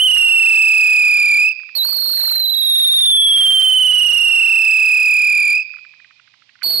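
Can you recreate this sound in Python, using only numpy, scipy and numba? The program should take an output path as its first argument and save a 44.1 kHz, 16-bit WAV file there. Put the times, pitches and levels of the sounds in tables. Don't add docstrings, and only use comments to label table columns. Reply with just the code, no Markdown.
import sys
import numpy as np
from scipy import signal
from scipy.fft import rfft, irfft, next_fast_len
from scipy.io import wavfile
from scipy.ndimage import uniform_filter1d
from numba import njit

SR = 44100
rng = np.random.default_rng(int(sys.argv[2]) if len(sys.argv) > 2 else 0)


def inscribe(sig):
    pcm = np.round(np.clip(np.atleast_2d(sig).T, -1, 1) * 32767)
    wavfile.write(sys.argv[1], SR, pcm.astype(np.int16))


def nominal_scale(level):
    x = np.asarray(level, float) / 20
    return 10 ** x


N = 299880


def curve(table, at):
    first, *columns = np.transpose(table)
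    return [np.interp(at, first, c) for c in columns]


def colour(x, points):
    hz, db = np.transpose(points)
    n = next_fast_len(x.shape[-1] + 4096)
    f = np.arange(n // 2 + 1) * SR / n + 1
    gain = nominal_scale(np.interp(np.log(f), np.log(hz), db))
    return irfft(rfft(x, n) * gain, n)[..., :x.shape[-1]]


def level(x, db):
    return x * nominal_scale(db) / np.sqrt(np.mean(x ** 2))


def walk(rate):
    hold = int(SR / rate)
    steps = np.repeat(rng.standard_normal(N // hold + 1), hold)
    return 1.3 * uniform_filter1d(uniform_filter1d(steps, hold), hold)[:N]


def burns():
    # (time [s], frequency [Hz])
    pitch = [(0, 3017), (.05, 3062), (.11, 2909), (.22, 2777), (.55, 2630), (1.36, 2378), (1.44, 2498),
             (1.49, 2585), (1.74, 2585), (1.745, 4380), (1.78, 4290), (1.802, 3950), (1.826, 3900),
             (1.84, 4190), (1.875, 4430), (1.93, 4440), (2.0, 4320), (2.3, 4200), (2.7, 3760), (2.95, 3680),
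             (3.2, 3400), (3.45, 3200), (4.2, 2810), (4.75, 2582), (5.12, 2490), (5.52, 2395), (5.58, 2523),
             (6.61, 2523), (6.62, 4440), (6.8, 4355)]
    # (time [s], spin rate [turns/s], radius of the nozzle's circle [cm])
    spin = [(0, 25, 9), (.17, 28, 4.3), (.66, 31.5, 5.1), (1.36, 35.35, 4.7), (1.54, 31.1, 5.2),
            (1.84, 25.08, 0), (1.87, 25.08, 3.4), (2.05, 27.04, 3), (2.3, 24.29, 3.8), (2.6, 23.39, 6),
            (2.95, 21.4, 6.3), (3.04, 21.21, 3.2), (3.3, 20.66, 5.6), (3.7, 21.63, 5.1), (4.0, 25.26, 5.3),
            (4.6, 31.99, 5.4), (5.4, 39.21, 4.9), (5.63, 40.2, 4.3), (6.62, 23, 1.6), (6.8, 27.5, 1.5)]
    # (lit [s], out [s], nozzle angle when first heard [turns], level [dB], turn of the hand [rad])
    charges = [(-2.1, 1.535, .41, 1.5, -.35), (1.749, 5.637, .47, 0, 0), (6.629, 7.5, .24, 8, 1.3)]
    catch_db, catch_s = -50, .003
    dying_s, dying_tone_db = .14, -18
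    t = np.arange(N) / SR
    hz, = curve(pitch, t)
    rate, radius_cm = curve(spin, t)
    rows = np.array(charges)
    lit, out, angle, db, hand = rows[np.searchsorted(rows[:, 0], t) - 1].T
    spun = np.cumsum(rate) / SR
    turns = angle + spun - np.interp(lit, t, spun)
    speed = 2 * np.pi * radius_cm / 100 * rate
    dying = np.clip(1 - (out - t) / dying_s, 0, 1)
    db = db + catch_db * np.exp(-(t - lit) / catch_s) + dying_tone_db * dying ** 3.5
    burning = np.clip((out - t) / .006, 0, 1)
    return hz, turns, speed, db, hand, dying, burning


def whistle(hz, turns, speed, lead, dying):
    # (tube tone [Hz], swing once a turn [ratio], swing twice a turn [ratio], overtone level [dB])
    directivity = [(2310, 0.046, 0.1, 10), (2756, 0.071, 0.17, 3), (2847, 0.39, 0.23, 2.5),
                   (3244, 0.22, .15, -14), (3569, 0.12, .4, -9), (3960, 0.15, 0.38, -17),
                   (4240, 0.44, .75, -18.5)]
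    # (multiple of the tone, level [dB], beam swing [ratio], loudest at [fraction of a turn])
    overtones = [(2, -21.5, 0.55, 0.37), (3, -28.5, 0.8, 0.3), (4, -29, 1, 0.33)]
    peak_once, peak_twice = 0.16, 0.13
    dying_overtone_db = -12
    once, twice, overtone_db = curve(directivity, hz)
    turn = 2 * np.pi * turns
    doppler = speed / 343 * np.cos(turn)
    heard = hz * (1 + doppler + .003 * walk(150) + 0.0087 * twice * walk(70))
    heard = heard * (1 + .008 * twice * walk(500))
    phase = 2 * np.pi * np.cumsum(heard) / SR
    beam = 1 - 0.54 * twice + once * np.cos(turn - 2 * np.pi * peak_once)
    beam = beam + twice * np.cos(2 * (turn - 2 * np.pi * peak_twice)) + 0.078 * walk(120)
    both = phase + np.array([lead, np.zeros(N)])
    tone = beam * np.sin(both) + 0.12 * twice * np.cos(both)
    plain = np.sin(phase)
    for k, db, swing, at in overtones:
        lobe = nominal_scale(db + overtone_db + (k - 2) * dying_overtone_db * dying + 1.7 * walk(90))
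        lobe = lobe * (k * heard < .45 * SR)
        sweep = 1 + swing * np.cos(turn - 2 * np.pi * at)
        sweep = sweep + 0.32 * np.cos(2 * turn - 4 * np.pi * at)
        tone = tone + lobe * sweep * np.sin(k * both + 0.57 * k)
        plain = plain + lobe * np.sin(k * phase)
    return tone, plain, turn


def gas(dying, burning):
    # (frequency [Hz], gain [dB])
    spectrum = [(60, -18), (300, -18), (800, -11), (1500, -8), (2500, -6), (4000, -13), (6000, -15.5),
                (12000, -13.5)]
    # (time [s], level [dB])
    strength = [(0, -50.5), (.4, -48), (1.4, -52.5), (1.76, -54), (2.05, -57), (2.25, -52), (2.42, -59),
                (2.62, -55), (2.8, -48), (3.2, -46), (3.4, -41), (3.8, -48), (5.5, -55.5), (6.65, -50),
                (6.8, -49)]
    dying_jet_db = -25
    sputter = nominal_scale(0.83 * walk(200))
    hiss = level(colour(rng.standard_normal((2, N)), spectrum) * sputter, 10)
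    jet_db, = curve(strength, np.arange(N) / SR)
    return hiss * nominal_scale(jet_db + dying_jet_db * dying ** 2.2) * uniform_filter1d(burning, size=200)


def ticks():
    # (time [s], relative peak level [dB])
    casing = [(1.596, -43), (1.632, -46), (1.689, -40), (5.693, -52), (5.737, -41), (5.766, -44),
              (5.785, -46), (5.848, -40.5), (5.936, -46.5), (5.999, -46), (6.044, -43), (6.107, -46),
              (6.195, -46), (6.275, -48), (6.338, -47), (6.42, -49.5), (6.491, -44.5), (6.554, -47),
              (6.588, -53)]
    # (time [s], relative peak
    # level [dB])
    pops = [(0.165, -30), (0.172, -26), (0.227, -29), (6.612, -46), (6.619, -30)]
    gain_db = .7
    out, t = np.zeros(N + 1024), np.arange(1024) / SR
    events = [(*row, 2060) for row in casing] + [(*row, 2000) for row in pops]
    envelope = (t / .0015) * np.exp(-t / .0018)
    grit = rng.standard_normal((len(events), 1024))
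    for (s, db, hz), g in zip(events, grit):
        hz = hz * (1 + .03 * g[0])
        band = signal.butter(3, [.62 * hz, 1.2 * hz], "band", fs=SR, output="sos")
        burst = signal.sosfilt(band, g * envelope)
        i = int(s * SR)
        out[i:i + 1024] += nominal_scale(db + gain_db) * burst / np.abs(burst).max()
    return out[:N]


def hum(turn, speed):
    strength = nominal_scale(-44.5 + 3.0 * walk(25)) * (speed / 11) ** 2
    return strength * np.sin(3 * turn + 1.4 * walk(40))


def houses(x):
    echo_db, t60_s, onset_s = -28.5, 1.1, 0.071
    t = np.arange(int(2 * SR)) / SR
    shared, own = rng.standard_normal(len(t)), rng.standard_normal((2, len(t)))
    rise = np.clip(t / onset_s - .3, 0, 1)
    tail = (shared + 0.88 * own) * nominal_scale(-60 * t / t60_s) * rise
    tail = tail * nominal_scale(echo_db) / np.sqrt(np.sum(tail ** 2, axis=1, keepdims=True))
    dulled = colour(x, [(3000, 1.5), (5000, -6), (8000, -21)])
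    return signal.fftconvolve(dulled[None], tail, axes=1)[:, :N]


def night():
    # (frequency [Hz], gain [dB])
    air = [(24, -51), (40, -21.5), (117, -1.5), (251, -14), (552, -17.5), (1080, -13), (1540, -17),
           (2050, -5.5), (5210, -11.5), (12000, -46), (15600, -69), (22000, -120)]
    bass = colour(rng.standard_normal(N), [(300, 10), (600, -24.5)])
    rest = colour(rng.standard_normal((2, N)), [(300, 3.5), (800, 5.5)])
    return level(colour(bass + rest, air), -65.5)


def scene():
    # (tube tone [Hz], left level [dB], right level [dB], left leads by [rad])
    ports = [(2400, -9, -3, -.3), (2600, -8.5, 0, -.65), (2730, -9.5, 1, -.9), (2850, -12.5, 2, -.9),
             (3000, -9, 4.5, -.3), (3200, -6, 10.5, -.95), (3400, -2.5, 11, -1.6), (3650, -.5, 11, -2.4),
             (3870, -10, 9, -1.9), (4080, -9, 9, -1.8), (4190, -6.5, 18, -2.3), (4360, -15, 14, -2)]
    # (frequency [Hz], gain [dB])
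    right_port = [(200, 12), (600, 17.5), (1300, 17), (2400, 15.5), (4400, 25), (9000, 14.5), (15000, -4)]
    # (frequency [Hz], gain [dB])
    left_shade = [(4600, 1.5), (6000, -6), (9000, -8), (12000, -34)]
    hz, turns, speed, db, hand, dying, burning = burns()
    left_db, right_db, lead = curve(ports, hz)
    tone, plain, turn = whistle(hz, turns, speed, lead + hand, dying)
    direct = tone * nominal_scale(db + np.array([left_db, right_db])) * burning
    jet = gas(dying, burning)
    toward_houses = plain * nominal_scale(db + left_db) * burning + 2.1 * jet[0]
    diffuse = jet + ticks() + houses(toward_houses) + night()
    diffuse[1] = colour(diffuse[1], right_port) + hum(turn, speed) * burning
    both = direct + diffuse
    both[0] = colour(both[0], left_shade)
    return both


@njit
def limit(x, top, ratio, attack, release):
    y, e = np.empty(len(x)), 1e-9
    for i in range(len(x)):
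        ahead = abs(x[min(i + 16, len(x) - 1)])
        e += (ahead - e) * (attack if ahead > e else release)
        y[i] = x[i] * min(1., top / e) ** (1 - 1 / ratio)
    return y


def roll_off(x):
    return signal.sosfilt(signal.butter(12, 16990, fs=SR, output="sos"), x)


def record(dry):
    # (frequency [Hz], gain [dB])
    recorder = [(30, -38), (50, -27), (100, -13), (250, -12), (2500, -4.5), (3000, -4.8), (3700, -7),
                (4300, -10), (6500, -10.5), (9000, -8), (11000, -8), (13000, -6.5), (15700, -12.5),
                (16300, -37.5)]
    up, down = 160, 147
    clip, knee = 0.72, 14
    clipped = signal.resample_poly(dry, up, down, axis=1)
    clipped = clipped / (1 + np.abs(clipped / clip) ** knee) ** (1 / knee)
    x = signal.resample_poly(clipped, down, up, axis=1)[:, :N]
    top = float(nominal_scale(-3.5))
    limited = np.array([limit(c, top, 2.8, 0.24, 0.006) for c in x])
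    mix = colour(limited, recorder)
    return roll_off(mix)


dry = scene()
out = record(dry)
inscribe(out)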